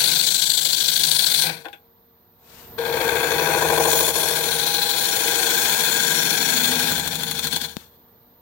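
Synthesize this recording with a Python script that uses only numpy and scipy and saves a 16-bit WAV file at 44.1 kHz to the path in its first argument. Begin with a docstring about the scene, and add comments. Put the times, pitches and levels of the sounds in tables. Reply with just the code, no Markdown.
"""A gouge takes two cuts from a big bowl blank spinning on a lathe, close by in a small workshop.
Tearing fibres force the modes of the lathe, wood, tool rest and gouge, and the shaving hisses; the sound
throbs as the rim's hard grain and hollows come round. Stick-slip squeals, and the second cut chatters
briefly and ends in ticks and a flying chip. Between the cuts the tool knocks and slides on the rest.
Under it all the motor drones and its inverter whines."""
import sys
import numpy as np
from scipy import signal
from scipy.fft import rfft, irfft, next_fast_len
from scipy.io import wavfile
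from scipy.ndimage import uniform_filter1d, map_coordinates

SR = 44100
rng = np.random.default_rng(int(sys.argv[2]) if len(sys.argv) > 2 else 0)


def inscribe(sig):
    """Save sig as 16-bit PCM at rate SR to the path in sys.argv[1].

    A 1-D sig is mono; a 2-D sig holds one channel per row.
    Samples are clipped to [-1, 1] before scaling.
    """
    pcm = np.round(np.clip(np.atleast_2d(sig).T, -1, 1) * 32767)
    wavfile.write(sys.argv[1], SR, pcm.astype(np.int16))


N = 370866
TIME = np.arange(N) / SR
SIZE = 2 * next_fast_len(N // 2 + SR // 4)
HZ = np.fft.rfftfreq(SIZE, 1 / SR)
SPIN_HZ = 13.14

# the cuts: (start t/s, end t/s, release through 20 dB t/s, turn-to-turn correlation of the surface)
CUTS = [(-.1, 1.468, 0.11, 0.32), (2.776, 7.648, 0.15, 0.78)]
# normal modes: (f/Hz, bandwidth f/Hz, relative level/dB in the first cut, in the second)
BLANK_MODES = [(329, 17.4, 4, -5), (463, 18, 0.5, 0.5), (522, 24, 1, -10.5), (662, 64, -2, -10.5),
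               (757, 29, 0, -9), (814.9, 8.6, 6, 2), (960, 87, -3, -9.5)]
REST_MODES = [(1508, 71, -5.5, 0), (1612, 69, -5.5, 2.5), (2210, 210, -10, -9.5), (2501, 210, -4, -1)]
GOUGE_MODES = [(3430, 280, 0, 5.5), (3947, 450, -0.097, -11), (4292, 210, 0.6, 4),
               (4590, 200, -0.89, -25.5)]


def gain_of(db):
    """Amplitude ratio of a level in decibels."""
    return 10 ** (np.asarray(db) / 20)


def unit_rms(x):
    """Normalisation to unit mean power."""
    return x / np.sqrt(np.mean(abs(x) ** 2) + 1e-20)


def bell(middle, half):
    """Gaussian envelope of peak 1."""
    return np.exp(-((TIME - middle) / half) ** 2 / 2)


def ramp(start, length):
    """Linear rise from 0 to 1."""
    return np.clip((TIME - start) / length, 0, 1)


def over_time(rows):
    """Linear interpolation of each column in time."""
    times, *columns = np.transpose(rows)
    return [np.interp(TIME, times, c) for c in columns]


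def over_frequency(rows):
    """Interpolation of each column in log frequency."""
    hz, *columns = np.transpose(rows)
    return [np.interp(np.log(HZ + 1), np.log(hz + 1), c) for c in columns]


def filtered(x, response):
    """Convolution as a product of spectra."""
    return irfft(rfft(x, SIZE) * response, SIZE)[..., :N]


def noise(response):
    """Spectrally shaped Gaussian noise of rms 1."""
    return unit_rms(filtered(rng.standard_normal(N), response))


def wander(rate_hz):
    """Low-pass random modulation of rms 1."""
    return noise(1 / (1 + (HZ / rate_hz) ** 4))


def causal(gain):
    """Minimum-phase response of unit power: it rings only after it is struck."""
    cepstrum = irfft(np.log(np.maximum(unit_rms(gain), 1e-5)))
    cepstrum[1:SIZE // 2] *= 2
    cepstrum[SIZE // 2 + 1:] = 0
    return np.exp(rfft(cepstrum))


def body(modes, cut, below=0.8, above=1.34):
    """Modal superposition: resonances add in power, and little radiates outside their range."""
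    power = sum(gain_of(db[cut]) ** 2 / (1 + (2 * (HZ - hz) / width) ** 2) for hz, width, *db in modes)
    skirts = 1 + (below * modes[0][0] / (HZ + 1)) ** 16 + (HZ / (above * modes[-1][0])) ** 20
    return causal(np.sqrt(power / skirts))


def resonate(x, hz, width_hz):
    """Forced response, of rms 1, of a resonator whose frequency follows the curve hz."""
    carrier = np.exp(2j * np.pi * np.cumsum(hz) / SR)
    pole = np.exp(-np.pi * width_hz / SR)
    return unit_rms((carrier * signal.lfilter([1], np.poly([pole, pole]), x / carrier)).real)


def per_cut(first, second):
    """A step from one value or curve to the other, midway between the cuts."""
    return np.where(TIME < (CUTS[0][1] + CUTS[1][0]) / 2, first, second)


def contact(lag_s=0, attack_s=0.013):
    """Contact envelope: a quick bite, a hold and a stretched-exponential release."""
    start, end, release = (per_cut(*pair) for pair in list(zip(*CUTS))[:3])
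    lifted = (np.maximum(TIME - end - lag_s, 0) / release) ** 0.85
    return ramp(start, attack_s) * gain_of(-20 * lifted)


def turning():
    """Phase in turns: the speed varies slightly under load, so the throb drifts later or earlier."""
    # phase behind a steady spin: (t/s, lag/turns)
    phase_lag = [(.45, 0.0034), (.9, .06), (1.45, 0.11), (2.8, 0.045), (6.3, 0.019), (6.85, 0.07),
                 (7.2, .18), (7.45, 0.31), (7.65, 0.69)]
    return SPIN_HZ * TIME - over_time(phase_lag)[0]


def rim(crossings_s=(2.1, 3.42, 4.05, 5.0, 6.75), blend_s=0.36):
    """Periodic modulation of the force, in dB, as the edge crosses from ring to ring of the wood."""
    # hard end grain and hollows, one curve a ring: (angle/turns, force level/dB)
    rings = [
        [(0, -1), (.11, 0.5), (.25, 3), (.36, -5.5), (.44, -9), (.52, 1), (.58, 5), (.7, -2), (.81, 3.5),
         (.92, -9)],
        [(0, -0.5), (.2, -2.5), (.35, -3), (.42, 4), (.49, -1), (.59, 5.5), (.69, -6), (.8, 0)],
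        [(.1, 3), (.3, -1.5), (.41, 7), (.5, -6), (.6, 4.5), (.85, -3.5)],
        [(.05, -3), (.42, 2), (.68, -4), (.84, 0.5)],
        [(.03, -3.5), (.17, 0.5), (.37, 2), (.59, -4.5), (.84, 1)],
        [(.16, -12.5), (.3, -2.5), (.52, -2.5), (.75, -1), (.9, -1.5)],
    ]
    angle = turning()
    db, *later = (np.interp(angle, *np.transpose(ring), period=1) for ring in rings)
    for s, ring_db in zip(crossings_s, later):
        db = db + (ring_db - db) * ramp(s, blend_s)
    return db


def revolve(fresh, kept):
    """Regeneration: the surface returns after one turn, partly renewed by the cut."""
    period, surface = round(SR / SPIN_HZ), fresh.copy()
    kept = np.clip(kept, 0, 0.98)
    for start in range(period, N, period):
        now = np.arange(start, min(start + period, N))
        surface[now] = kept[now] * surface[now - period] + np.sqrt(1 - kept[now] ** 2) * fresh[now]
    return surface


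def bite(lump_db=1.0, rasp_db=0.3, clump_db=0.8):
    """Fine modulation of the force: lumps and a rasp that recur each turn, fresh clumps, and grazes."""
    # the edge skips out of the chatter, then grazes as it lifts: (t/s, half length t/s, level/dB)
    grazes = [(4.126, 0.01, -10), (7.447, .008, 6.5), (7.531, .007, 9), (7.565, 0.0053, 9.5),
              (7.616, 0.003, 8), (7.647, .005, 5)]
    recurring_db = revolve(lump_db * wander(61) + rasp_db * wander(340), kept=np.full(N, 0.88))
    graze_db = sum(db * bell(s, half) for s, half, db in grazes)
    return gain_of(recurring_db + clump_db * wander(440) + graze_db)


def fibres(snaps_per_s=2500, spread_db=2.5, snap_share=0.3):
    """Fracture noise: dense tearing plus the shot noise of coarser fibres snapping."""
    size = gain_of(spread_db * np.minimum(rng.exponential(1, N), 5))
    snaps = size * rng.choice([-1, 1], N) * (rng.random(N) < snaps_per_s / SR)
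    return np.sqrt(snap_share) * unit_rms(snaps) + np.sqrt(1 - snap_share) * rng.standard_normal(N)


def curl(x, drift_db=2.5, flicker_db=2.0):
    """Spectral modulation: the shaving's changing curl moves bright patches through the hiss."""
    spectra = signal.stft(x, SR, nperseg=512)[2]
    slow, fast = rng.standard_normal((2, *spectra.shape))
    slow = unit_rms(uniform_filter1d(uniform_filter1d(slow, size=5, axis=0), size=50, axis=1))
    fast = unit_rms(uniform_filter1d(uniform_filter1d(fast, size=4, axis=0), size=4, axis=1))
    colour = gain_of(drift_db * slow + flicker_db * fast)
    colour /= np.sqrt(np.mean(colour ** 2, axis=0))
    return unit_rms(signal.istft(spectra * colour, nperseg=512)[1][:N])


def parts(cut):
    """Transfer functions of the lathe, blank, tool rest, gouge and shaving in one cut."""
    # normal modes: (f/Hz, bandwidth f/Hz, relative level/dB in the first cut, in the second)
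    lathe_modes = [(79, 3.1, -3.5, -0.5), (155, 14.4, 7, 6.5), (257.6, 31, -1, -11.5)]
    # the shaving's hiss, one spectrum a cut: (f/Hz, density level/dB)
    hiss_spectra = [
        [(2880, -34), (4900, -19.5), (5230, -14), (5600, -4), (7250, -4), (12400, -6.5), (15000, -7.5),
         (16000, -3.5)],
        [(2880, -37.5), (4900, -11), (5800, -0.5), (6340, -7), (6860, 0.5), (7540, -5), (10300, -3.5),
         (13000, -6), (15300, -0.5)],
    ]
    return [body(lathe_modes, cut), body(BLANK_MODES, cut), body(REST_MODES, cut, above=0.98),
            body(GOUGE_MODES, cut, below=0.84), causal(gain_of(over_frequency(hiss_spectra[cut])[0]))]


def grip(x, sway_s=0.00013):
    """Delay modulation: the shifting hand makes the steel's ring, and reflections past it, waver."""
    return map_coordinates(x, [SR * (TIME + sway_s * wander(10.9))], mode="nearest")


def cutting(usual_db=-30, firm_db=-9, bounce_db=-7.5, judder_hz=229.6, judder_rise_hz=10.2):
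    """Forced vibration: surface ripples shake the heavy parts, finer tearing the steel and shaving."""
    # the turner's hand, one curve a cut: (t/s, bevel pressure level/dB, shaving thickness level/dB)
    hand = [
        [(0.02, -34.5, -22), (0.464, -42.5, -26), (1.42, -37.5, -23.5), (1.5, -27, -27.5)],
        [(2.8, -32, -40.5), (3.0, -24.5, -33), (3.43, -22.5, -30), (3.81, -20, -29.5), (3.93, -23.5, -24.5),
         (4.05, -25.5, -26), (4.91, -32, -27), (5.28, -28.5, -24.5), (6.89, -32, -26), (7.04, -35.5, -32),
         (7.5, -40.5, -32.5), (7.62, -41, -34)],
    ]
    # rows: lathe thrum, blank ring, rest ring, gouge scrape, shaving hiss, gouge judder
    # (usual level/dB in the first cut, in the second, dB per dB of pressure, dB per dB of thickness,
    # change in chatter/dB, change at full reach/dB, share of the rim's swing)
    sensitivities = [(-36.5, -46.5, 0.98, 0, -1.5, 10, 0.14), (-32.5, -31.5, 1.01, 0, 2, 0, 0.46),
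                     (-30.5, -32.5, 0.92, 0.3738, -6.5, 4, 0.95), (-28.5, -31.5, 0, 0.7744, -2.5, 2, 1.13),
                     (-29.5, -27.5, 0, 1.17, 1, -0.5, 0.42), (-46, -50.5, 1, 0.5, -4, 17.5, .2)]
    pressure_db, thickness_db = per_cut(over_time(hand[0]), over_time(hand[1])) - usual_db
    chatter = bell(3.894, 0.29)  # the edge rides in its own ripples
    reach = ramp(5.34, 1.6)  # the gouge is fed further out over the rest
    # in the first cut a lighter hand lets the rim throw the edge about more
    swing_db = rim() * per_cut(gain_of(0.5 * (firm_db - pressure_db)), 0.92)
    thrum, ring, rest, scrape, hiss, judder = (
        gain_of(per_cut(first, second) + pressed * pressure_db + fed * thickness_db
                + chatter_db * chatter + reach_db * reach + swung * swing_db)
        for first, second, pressed, fed, chatter_db, reach_db, swung in sensitivities)
    kept = (1 - chatter) * per_cut(CUTS[0][3], CUTS[1][3]) + chatter
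    force = unit_rms(bite())
    edge, bevel = contact(), contact(lag_s=0.0036)  # the bevel leaves the wood just after the edge
    low_side = abs(np.cos(np.pi * (turning() - 0.32))) ** 7
    bounce = gain_of(bounce_db * chatter * low_side)  # in chatter the bevel loses touch once a turn
    ripples = revolve(fibres(), kept) * force * bounce
    tearing = revolve(fibres(), 0.64 * kept) * force
    fizz = curl(fibres()) * force
    drives = [thrum * bevel * ripples, ring * bevel * ripples,
              rest * edge * tearing, scrape * edge * tearing, hiss * edge * fizz]
    overhang_hz = judder_hz + judder_rise_hz * reach  # resonance of the overhanging gouge
    sound = judder * bevel * resonate(ripples, overhang_hz, width_hz=50)
    sound += edge * squeals(fibres() * force * gain_of(swing_db))
    sound += ring * chatter * np.sqrt(bounce) * chatter_notes()
    for cut in range(len(CUTS)):
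        active = per_cut(0, 1) == cut
        lathe, blank, tool_rest, gouge, shaving = (
            filtered(drive * active, part) for drive, part in zip(drives, parts(cut)))
        sound += lathe + blank + grip(tool_rest + gouge) + shaving
    return sound


def recorder_gain(start_db=-1.5, rise_db=21, rise_at_s=2.364, rise_s=0.54, fall_db_per_s=3.5):
    """Gain curve for the steady sounds: the recorder's gain rises in the pause, then slowly falls."""
    fallen_db = fall_db_per_s * np.maximum(TIME - rise_at_s - rise_s, 0)
    return gain_of(start_db + rise_db * ramp(rise_at_s, rise_s) - fallen_db)


def motor(rumble_db=-60):
    """Steady machine noise: a drone of bearing rumble and hum, and the whine, at the recorder's gain."""
    # bearing rumble: (f/Hz, density level/dB)
    rumble_spectrum = [(20, -21), (85, -1.5), (220, -6.5), (950, -11.5), (2700, -30), (4000, -25),
                       (9000, -44.5)]
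    # motor tones: (f/Hz, relative level/dB)
    hum_tones = [(236.9, -68.5), (463.0, -69)]
    rumble = gain_of(rumble_db) * noise(gain_of(over_frequency(rumble_spectrum)[0]))
    hum = sum(gain_of(db) * np.sin(2 * np.pi * hz * TIME + wander(4.2)) for hz, db in hum_tones)
    gain = recorder_gain()
    return gain * (rumble + np.sqrt(2) * hum), gain * inverter()


def inverter(switching_hz=14011, step_hz=136.6, count=18, core_db=-66, side_db=-86, hiss_db=-69):
    """Modulation sidebands: a comb of tones round the switching frequency, in a band of hiss."""
    jitter = 0.5 * wander(40)
    tones = np.zeros(N)
    for k in np.arange(count) - (count - 1) / 2:
        cycles = (switching_hz + k * step_hz) * TIME + rng.random()
        tones += gain_of(core_db if abs(k) < 2 else side_db) * np.sin(2 * np.pi * cycles + jitter)
    hiss = noise(1 / (1 + ((HZ - 14300) / 1600) ** 20))
    return np.sqrt(2) * tones + gain_of(hiss_db) * hiss


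def squeals(tearing):
    """Stick-slip friction: single resonances swell out of the scrape, glide a little and fade."""
    # (middle t/s, half length t/s, f/Hz, glide/(Hz/s), bandwidth f/Hz, level/dB)
    resonances = [(0.493, 0.25, 7630, -100, 1300, -29.5), (3.007, 0.2, 480, -30, 90, -30),
                  (4.073, 0.37, 10200, 1206, 1500, -33.5), (4.776, 0.23, 4040, 297, 766.8, -27),
                  (6.144, 0.48, 6900, -0.5, 1300, -33)]
    return sum(gain_of(db) * bell(s, half)
               * resonate(tearing, hz + glide * np.clip(TIME - s, -1, 1), width)
               for s, half, hz, glide, width, db in resonances)


def knocks(blank_db=-4, rest_db=-6, tick_db=-8):
    """Impact excitation: short rattling blows ring the modes of wood and steel."""
    # the gouge lifts and meets the wood again: (t/s, level/dB, decay t/s, relative treble level/dB)
    impacts = [(1.496, -21.5, 0.005, -8.5), (1.646, -32.5, 0.0026, -15), (1.653, -21, 0.0087, -18),
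               (1.684, -31, 0.0037, -9), (1.729, -39.5, 0.016, -4.5), (2.781, -22, 0.0026, -22)]
    blows, bright = np.zeros((2, N))
    for s, db, decay, treble_db in impacts:
        blow = gain_of(db) * (TIME >= s) * np.exp(-abs(TIME - s) / decay) * rng.standard_normal(N)
        blows += blow
        bright += gain_of(treble_db) * blow
    wood = gain_of(blank_db) * (body(BLANK_MODES, 0) + body(BLANK_MODES[-2:], 0))
    rest = gain_of(rest_db) * body(REST_MODES[:2], 0)
    clink = body(REST_MODES[2:], 0) + body(GOUGE_MODES[:1], 0) + gain_of(tick_db)
    return filtered(blows, wood + rest) + filtered(bright, clink)


def bumps(note_hz=464, rise_s=0.0058, decay_s=0.12):
    """Damped free vibration: the blank's main note starts quickly and dies away."""
    # the bevel bumps the blank: (t/s, level/dB)
    impacts = [(1.497, -40.5), (2.779, -26.5), (2.856, -27)]
    envelope = sum(gain_of(db) * ramp(s, rise_s) * np.exp(-abs(TIME - s) / decay_s) for s, db in impacts)
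    return envelope * np.sin(2 * np.pi * note_hz * TIME)


def slide(uneven_db=1.3):
    """Sliding friction: the gouge rubs softly along the rest."""
    # steel on steel: (f/Hz, density level/dB)
    rub_spectrum = [(400, -6), (900, 1.5), (4500, -2.5), (12000, -8), (16000, -18)]
    # movements of the gouge: (middle t/s, half length t/s, level/dB)
    strokes = [(2.586, 0.083, -50.5), (7.82, 0.026, -53)]
    rub = noise(gain_of(over_frequency(rub_spectrum)[0]))
    envelope = sum(gain_of(db) * bell(s, half) for s, half, db in strokes)
    return rub * gain_of(uneven_db * wander(40)) * envelope


def chatter_notes(waver_rad=0.45):
    """Regenerative chatter: the blank sings, almost steady, at a whole number of ripples a turn."""
    # locked modes: (f/Hz, level/dB relative to the blank's ring)
    notes = [(460, -10.5), (815, -2)]
    return np.sqrt(2) * sum(gain_of(db) * np.sin(2 * np.pi * hz * TIME + waver_rad * wander(10))
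                            for hz, db in notes)


def ticks(first_s=6.9175, spacing_s=0.0789, count=8, level_db=-20, ring_db=-4, decay_s=0.005):
    """Periodic impacts: as the cut thins, a high spot cracks against the edge and rings the gouge."""
    turn, since = np.divmod(TIME - first_s, spacing_s)
    snaps = (turn >= 0) * (turn < count) * np.exp(-since / decay_s) * rng.standard_normal(N)
    return gain_of(level_db) * (snaps + filtered(snaps, gain_of(ring_db) * body(GOUGE_MODES, 1)))


def chip(s=7.7683, thump_db=-14, thump_hz=190, thump_decay_s=0.0035,
         tick_db=-4, tick_hz=3700, tick_decay_s=0.00014):
    """Impact transient: a flying chip hits the left microphone port, a tick on a dull thump."""
    t = np.maximum(TIME - s, 0)
    push = gain_of(thump_db) * np.sin(2 * np.pi * thump_hz * t) * np.exp(-t / thump_decay_s)
    thump = -np.gradient(push) * SR / (2 * np.pi * thump_hz)  # sound follows the speed of the push
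    tick = gain_of(tick_db) * np.cos(2 * np.pi * tick_hz * t) * np.exp(-t / tick_decay_s) * (TIME >= s)
    return (thump + tick) * gain_of([[0], [-27]])


def reflections(t60, treble_t60, delay_s, echoes_per_s=4000):
    """Reverberation: sparse echoes of unit energy whose decay time depends on frequency."""
    count = SR // 2
    taps = rng.choice([-1., 1.], count) * (rng.random(count) < echoes_per_s / SR)
    taps *= np.arange(count) > delay_s * SR
    hz, t, spectra = signal.stft(taps, SR, nperseg=256)
    decay_s = np.interp(hz, [500, 10000], [t60, treble_t60])[:, None]
    echoes = signal.istft(spectra * gain_of(-60 * t / decay_s), nperseg=256)[1]
    return unit_rms(rfft(echoes, SIZE))


def workshop(x, wet_db=-12, lags_s=(0.00024, 0.0001)):
    """Acoustic shadow: the left port faces the cut; the right lags and gets treble mostly as echoes."""
    # the two microphone ports: (f/Hz, left minus right level/dB, coherence)
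    ports = [(125.9, -3, 0.95), (254, 1.5, 0.91), (523, 7, 0.96), (953, 3.5, 0.47), (1580, 7.5, 0.093),
             (4170, 19, 0.44), (8290, 28.5, 0.2), (13200, -1, 0.02)]
    lean_db, coherence = over_frequency(ports)
    shade = gain_of(-lean_db)
    # gain of the two ports' mean, divided out of both
    centre = np.sqrt(1 + 2 * coherence * shade * np.cos(2 * np.pi * HZ * lags_s[1]) + shade ** 2) / 2
    room = gain_of(wet_db) * reflections(t60=0.13, treble_t60=0.052, delay_s=0.003)
    left = filtered(x, (1 + room) / centre)
    late = np.interp(TIME - per_cut(*lags_s), TIME, x)
    diffuse = np.sqrt(1 - coherence ** 2) * reflections(t60=0.04, treble_t60=0.065, delay_s=0.0005)
    right = filtered(late, shade * coherence / centre) + filtered(grip(x), shade * diffuse / centre)
    return np.array([left, right])


def scene():
    """Superposition: the lathe heard through the room, the whine from further right, and the chip."""
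    drone, whine = motor()
    at_lathe = cutting() + ticks() + bumps() + knocks() + slide() + drone
    return workshop(at_lathe) + whine * gain_of([[-6], [3.5]]) + chip()


def record(dry):
    """Band limiting by a steep linear-phase low-pass filter."""
    low_pass = signal.firwin(511, cutoff=15950, window=("kaiser", 9), fs=SR)
    return signal.oaconvolve(dry, low_pass[None], "same")


dry = scene()
out = record(dry)
inscribe(out)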